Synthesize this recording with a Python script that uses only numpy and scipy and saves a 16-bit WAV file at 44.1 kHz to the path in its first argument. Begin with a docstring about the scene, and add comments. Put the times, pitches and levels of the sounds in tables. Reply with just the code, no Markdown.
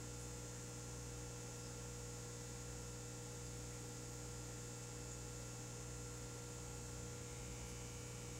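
"""Aquarium equipment hums in a quiet room: a pump drones on the mains, a lamp ballast buzzes thinly over soft hiss.
Small motors murmur beside it, and faint bursts of noise fizz in the water now and then.
At first the hand holding the microphone settles; after 5.4 s it moves off, so the reflected buzz changes colour.
A soft low bump follows at 6.3 s, then the hand swings round the tank's corner: the hum dulls, new overtones enter.
Meanwhile an engine far outside passes as a firing tone over rumble, and sags through a gear change."""
import sys
import numpy as np
from scipy import signal
from scipy.fft import rfft, irfft, next_fast_len
from scipy.io import wavfile

SR = 44100
rng = np.random.default_rng(int(sys.argv[2]) if len(sys.argv) > 2 else 0)


def generate_wav(sig):
    """Save sig (samples, or channels by samples) to the path in sys.argv[1] as 16-bit PCM at SR."""
    pcm = np.round(np.clip(np.atleast_2d(sig).T, -1, 1) * 32767).astype(np.int16)
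    wavfile.write(sys.argv[1], SR, pcm)


N = 369999
T = np.arange(N) / SR   # time [s]
MAINS_HZ = 60.029
CUTOFF_HZ = 15750   # top of the buzz and of the whole sound
SOUND_M_PER_S = 343


def from_db(db):
    """Decibels to gain."""
    return 10 ** (np.asarray(db) / 20)


def rms_one(x):
    """Scale to unit power."""
    return x / np.sqrt(np.mean(x ** 2) + 1e-20)


def at_hz(points, hz):
    """Read a spectrum's level in dB on a log-frequency axis."""
    known_hz, level_db = np.transpose(points)
    return np.interp(np.log(hz + 1e-9), np.log(known_hz), level_db)


def noise(spectrum):
    """Steady noise: white noise shaped to the given dB per Hz."""
    size = next_fast_len(N)
    density_db = at_hz(spectrum, np.fft.rfftfreq(size, 1 / SR))
    gain = from_db(density_db) * np.sqrt(SR / 2)   # white noise spreads its power over SR / 2
    white = rng.standard_normal(size)
    return irfft(rfft(white) * gain, size)[:N]


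def drift(rate):
    """Slow random wander: straight lines between random points of spread 1, rate points a second."""
    knots = rng.standard_normal(1024)
    return np.interp(T * rate, np.arange(len(knots)), knots)


def tone(turns):
    """A sine of unit power along a phase in turns, from a random start."""
    return np.sqrt(2) * np.sin(2 * np.pi * (turns + rng.random()))


def swell(s, length):
    """A bell of height 1 around a moment, down to 1/e at length seconds on either side."""
    return np.exp(-np.minimum(((T - s) / length) ** 2, 20))


# the hand settles, rests, then moves off at an even speed and swings round the tank's corner
SETTLE_M, SETTLE_S, START_ROUND_CORNER = .035, 1.0, .42   # distance to go, time constant, share 0-1
LEAVE_S, LEAVE_M_PER_S = 5.44, .0444
CORNER_S, CORNER_SWING_S = 7.2, .2   # halfway round; time scale of the swing


def hand():
    """Microphone's distance from its resting place [m] and share of the way round the tank's corner (0-1)."""
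    unsettled = np.exp(-T / SETTLE_S)
    moved = SETTLE_M * unsettled + LEAVE_M_PER_S * np.maximum(T - LEAVE_S, 0)
    swing = .5 + .5 * np.tanh((T - CORNER_S) / CORNER_SWING_S)
    return moved, np.clip(START_ROUND_CORNER * unsettled + swing, 0, 1)


# strong partials of the hum, before waver and shade: (multiple of the mains [-], level [dB rms])
HUM_PARTIALS = [(1, -59.5), (2, -54.5), (3, -65), (4, -73), (5, -65), (6, -85), (7, -75), (8, -61),
                (9, -70.5), (13, -77), (14, -73), (18, -78.5), (21, -81.5), (22, -81.5), (23, -70.5),
                (24, -80.5), (28, -80.5), (30, -81.5), (33, -78), (37, -81), (44, -76), (60, -79),
                (70, -79), (83, -77), (110, -74.5), (116, -71.5), (121, -68.5), (126, -71.5), (136, -73.5),
                (158, -83), (177, -90.5)]


def pump(waver_db, shade_db, shade_hz):
    """The mains shakes pump and housing; upper partials waver more, and fall into shade round the corner."""
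    _, round_corner = hand()
    mains_turns = MAINS_HZ * T
    hum = 0
    for multiple, level_db in HUM_PARTIALS:
        waver = waver_db * np.log(1 + multiple) * drift(rate=2.5)
        # long waves bend round the tank, short ones are shaded
        shaded = 1 / (1 + (shade_hz / (multiple * MAINS_HZ)) ** 2)
        shade = shade_db * shaded * round_corner ** 2
        hum = hum + from_db(level_db + waver + shade) * tone(round(multiple) * mains_turns)
    return hum


# the ballast's dense overtones, level of each: (frequency [Hz], level [dB rms])
BUZZ_OVERTONES = [(600, -83), (1000, -86), (1500, -88.5), (2800, -87), (4100, -87.5), (5100, -82.5),
                  (6100, -79.5), (6500, -76), (7400, -76.5), (8400, -81), (9000, -90.5), (11200, -94),
                  (12200, -102), (15500, -106)]
# overtones that come in round the corner, level of each once fully round: (frequency [Hz], level [dB rms])
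CORNER_OVERTONES = [(600, -85), (1100, -79), (1600, -103), (2000, -89), (2200, -71.5), (2450, -83.5),
                    (2800, -82), (3100, -79.5), (3400, -95), (3800, -84), (4500, -100), (15000, -125)]


def ballast(overtones, echo_db, count=4, size=8192):
    """One buzz per mains cycle comes directly and by reflections, whose lengths change as the hand moves."""
    moved, _ = hand()
    overtones_hz = MAINS_HZ * np.arange(int(CUTOFF_HZ / MAINS_HZ))
    heights = from_db(at_hz(overtones, overtones_hz))
    heights = heights * (overtones_hz > overtones[0][0])   # nothing below the table's first frequency
    heights[[round(multiple) for multiple, _ in HUM_PARTIALS]] = 0   # these ring in the hum

    gains = from_db([0] + [echo_db] * (count - 1))
    gains = gains / np.linalg.norm(gains)
    facings = np.linspace(1, -1, count)   # how much each path shortens per metre moved
    buzz = 0
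    for gain, facing in zip(gains, facings):
        # ringing in the housing smears each pulse over the whole cycle: random phases
        phases = np.exp(2j * np.pi * rng.random(len(heights)))
        cycle = irfft(heights * phases, size) * size / np.sqrt(2)
        source_time = T + facing * moved / SOUND_M_PER_S   # a shorter path is heard earlier
        buzz = buzz + gain * np.interp(MAINS_HZ * source_time % 1, np.arange(size) / size, cycle)
    return buzz


# motors that turn out of step with the mains: (frequency [Hz], level [dB rms])
MOTOR_TONES = [(39.7, -73.5), (58.8, -67.5), (159.3, -71.5), (198.6, -80), (201.4, -81.5), (230.2, -72.5),
               (238.8, -80.5), (262.1, -77.5)]


def motors(slip_turns):
    """Free-running motors slip a little in phase and beat against the hum."""
    murmur = 0
    for hz, level_db in MOTOR_TONES:
        murmur = murmur + from_db(level_db) * tone(hz * T + slip_turns * drift(rate=1.5))
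    return murmur


# hiss around the buzz, before its flutter: (frequency [Hz], density [dB per Hz])
HISS_SPECTRUM = [(2500, -125), (4400, -106), (5500, -99.7), (6200, -99), (6550, -93.5), (7150, -94.5),
                 (8100, -100.3), (9000, -105.5), (12200, -112.5), (15300, -113.1)]


def hiss(flutter_db):
    """Soft noise shaped around the buzz, its level fluttering slightly."""
    return noise(HISS_SPECTRUM) * from_db(flutter_db * drift(rate=7.7))


# fizzes of the water, level at the peak: (time [s], centre [Hz], width [octaves], level [dB rms])
WATER_FIZZES = [(0.222, 9500, .4, -65), (0.55, 1700, .65, -68), (1.66, 5160, .15, -65),
                (1.70, 1390, 0.44, -67), (3.47, 4850, .08, -68), (3.738, 2130, .3, -68.5),
                (4.135, 14200, .3, -72), (5.125, 7050, 0.13, -57), (7.692, 10500, .25, -67)]
FIZZ_S = .045   # half the length of a fizz


def fizzes():
    """Each fizz is a soft, brief swell of noise in a band of its own."""
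    fizzing = 0
    for s, hz, octaves, level_db in WATER_FIZZES:
        edges = hz * 2 ** (np.array([-.5, .5]) * octaves)
        edges = np.minimum(edges, SR / 2 - np.array([2, 1]))
        band_pass = signal.butter(2, edges, "band", fs=SR, output="sos")
        band = signal.sosfilt(band_pass, rng.standard_normal(N))
        fizzing = fizzing + from_db(level_db) * rms_one(band) * swell(s, FIZZ_S) ** 2
    return fizzing


# shape of the engine's rumble through the walls: (frequency [Hz], relative density [dB per Hz])
RUMBLE_SHAPE = [(30, -25), (50, 2.5), (70, -7), (105, -14), (190, -6.5), (300, -26), (1000, -57)]
# the far engine passes once and changes gear on the way
NEAREST_S, PASS_S = 7.45, .98   # closest moment; time to fade by 9 dB on either side
FIRING_HZ, FIRING_DB, RUMBLE_DB = 88.2, -63, -63.5   # under load, with nothing lost to distance
GEAR_CHANGE_S, CLUTCH_S = 7.55, .19   # slackest moment; half the time off load
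SAG_HZ, SLACK_TONE_DB, SLACK_RUMBLE_DB = 24, -4.5, 2   # fall in pitch and level shifts off load


def far_engine(third_db, rough):
    """Firing tone and low rumble pass the walls; off load the tone sags and a third harmonic joins."""
    near, slack = swell(NEAREST_S, PASS_S), swell(GEAR_CHANGE_S, CLUTCH_S)
    turns = np.cumsum(FIRING_HZ - SAG_HZ * slack) / SR
    exhaust = tone(turns) + from_db(third_db) * slack * tone(3 * turns)
    shudder = 1 + rough * drift(rate=14)
    firing = from_db(FIRING_DB + SLACK_TONE_DB * slack) * exhaust * shudder
    rumble = from_db(RUMBLE_DB + SLACK_RUMBLE_DB * slack) * rms_one(noise(RUMBLE_SHAPE))
    return near * (firing + rumble)


# one soft, low bump as the engine draws near
BUMP_S, BUMP_HALF_S, BUMP_HZ, BUMP_DB = 6.26, .05, 52, -60   # level at the peak [dB rms]


def bump():
    """A few cycles of deep bass swell and die away."""
    return from_db(BUMP_DB) * swell(BUMP_S, BUMP_HALF_S) * tone(BUMP_HZ * T)


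# air of the room, before its flutter: (frequency [Hz], density [dB per Hz])
ROOM_SPECTRUM = [(32, -101), (47, -85), (68, -91.5), (85, -86.5), (100, -92.5), (210, -92.5), (320, -89.5),
                 (520, -90.5), (720, -97.5), (820, -92.5), (1150, -99.2), (1600, -99.5), (3600, -105.5),
                 (7000, -125)]


def room_air(flutter_db):
    """Low, steady noise of the room's air, its level fluttering slightly."""
    return noise(ROOM_SPECTRUM) * from_db(flutter_db * drift(rate=7.8))


def scene():
    """Equipment, hiss, water, far engine, bump and room air, all heard in the centre."""
    _, round_corner = hand()
    hum = pump(waver_db=.31, shade_db=-4.0, shade_hz=1100)
    buzz = ballast(BUZZ_OVERTONES, echo_db=-6.5)
    corner_buzz = round_corner * ballast(CORNER_OVERTONES, echo_db=-5.0)
    equipment = hum + buzz + corner_buzz + motors(slip_turns=.04)
    events = fizzes() + far_engine(third_db=-5.0, rough=.39) + bump()
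    centre = equipment + hiss(flutter_db=.43) + events + room_air(flutter_db=.43)
    return np.array([centre, centre])


def record(dry):
    """A steep low-pass filter cuts the top treble."""
    low_pass = signal.ellip(12, .1, 70, CUTOFF_HZ, fs=SR, output="sos")
    return signal.sosfilt(low_pass, dry)


dry = scene()
out = record(dry)
generate_wav(out)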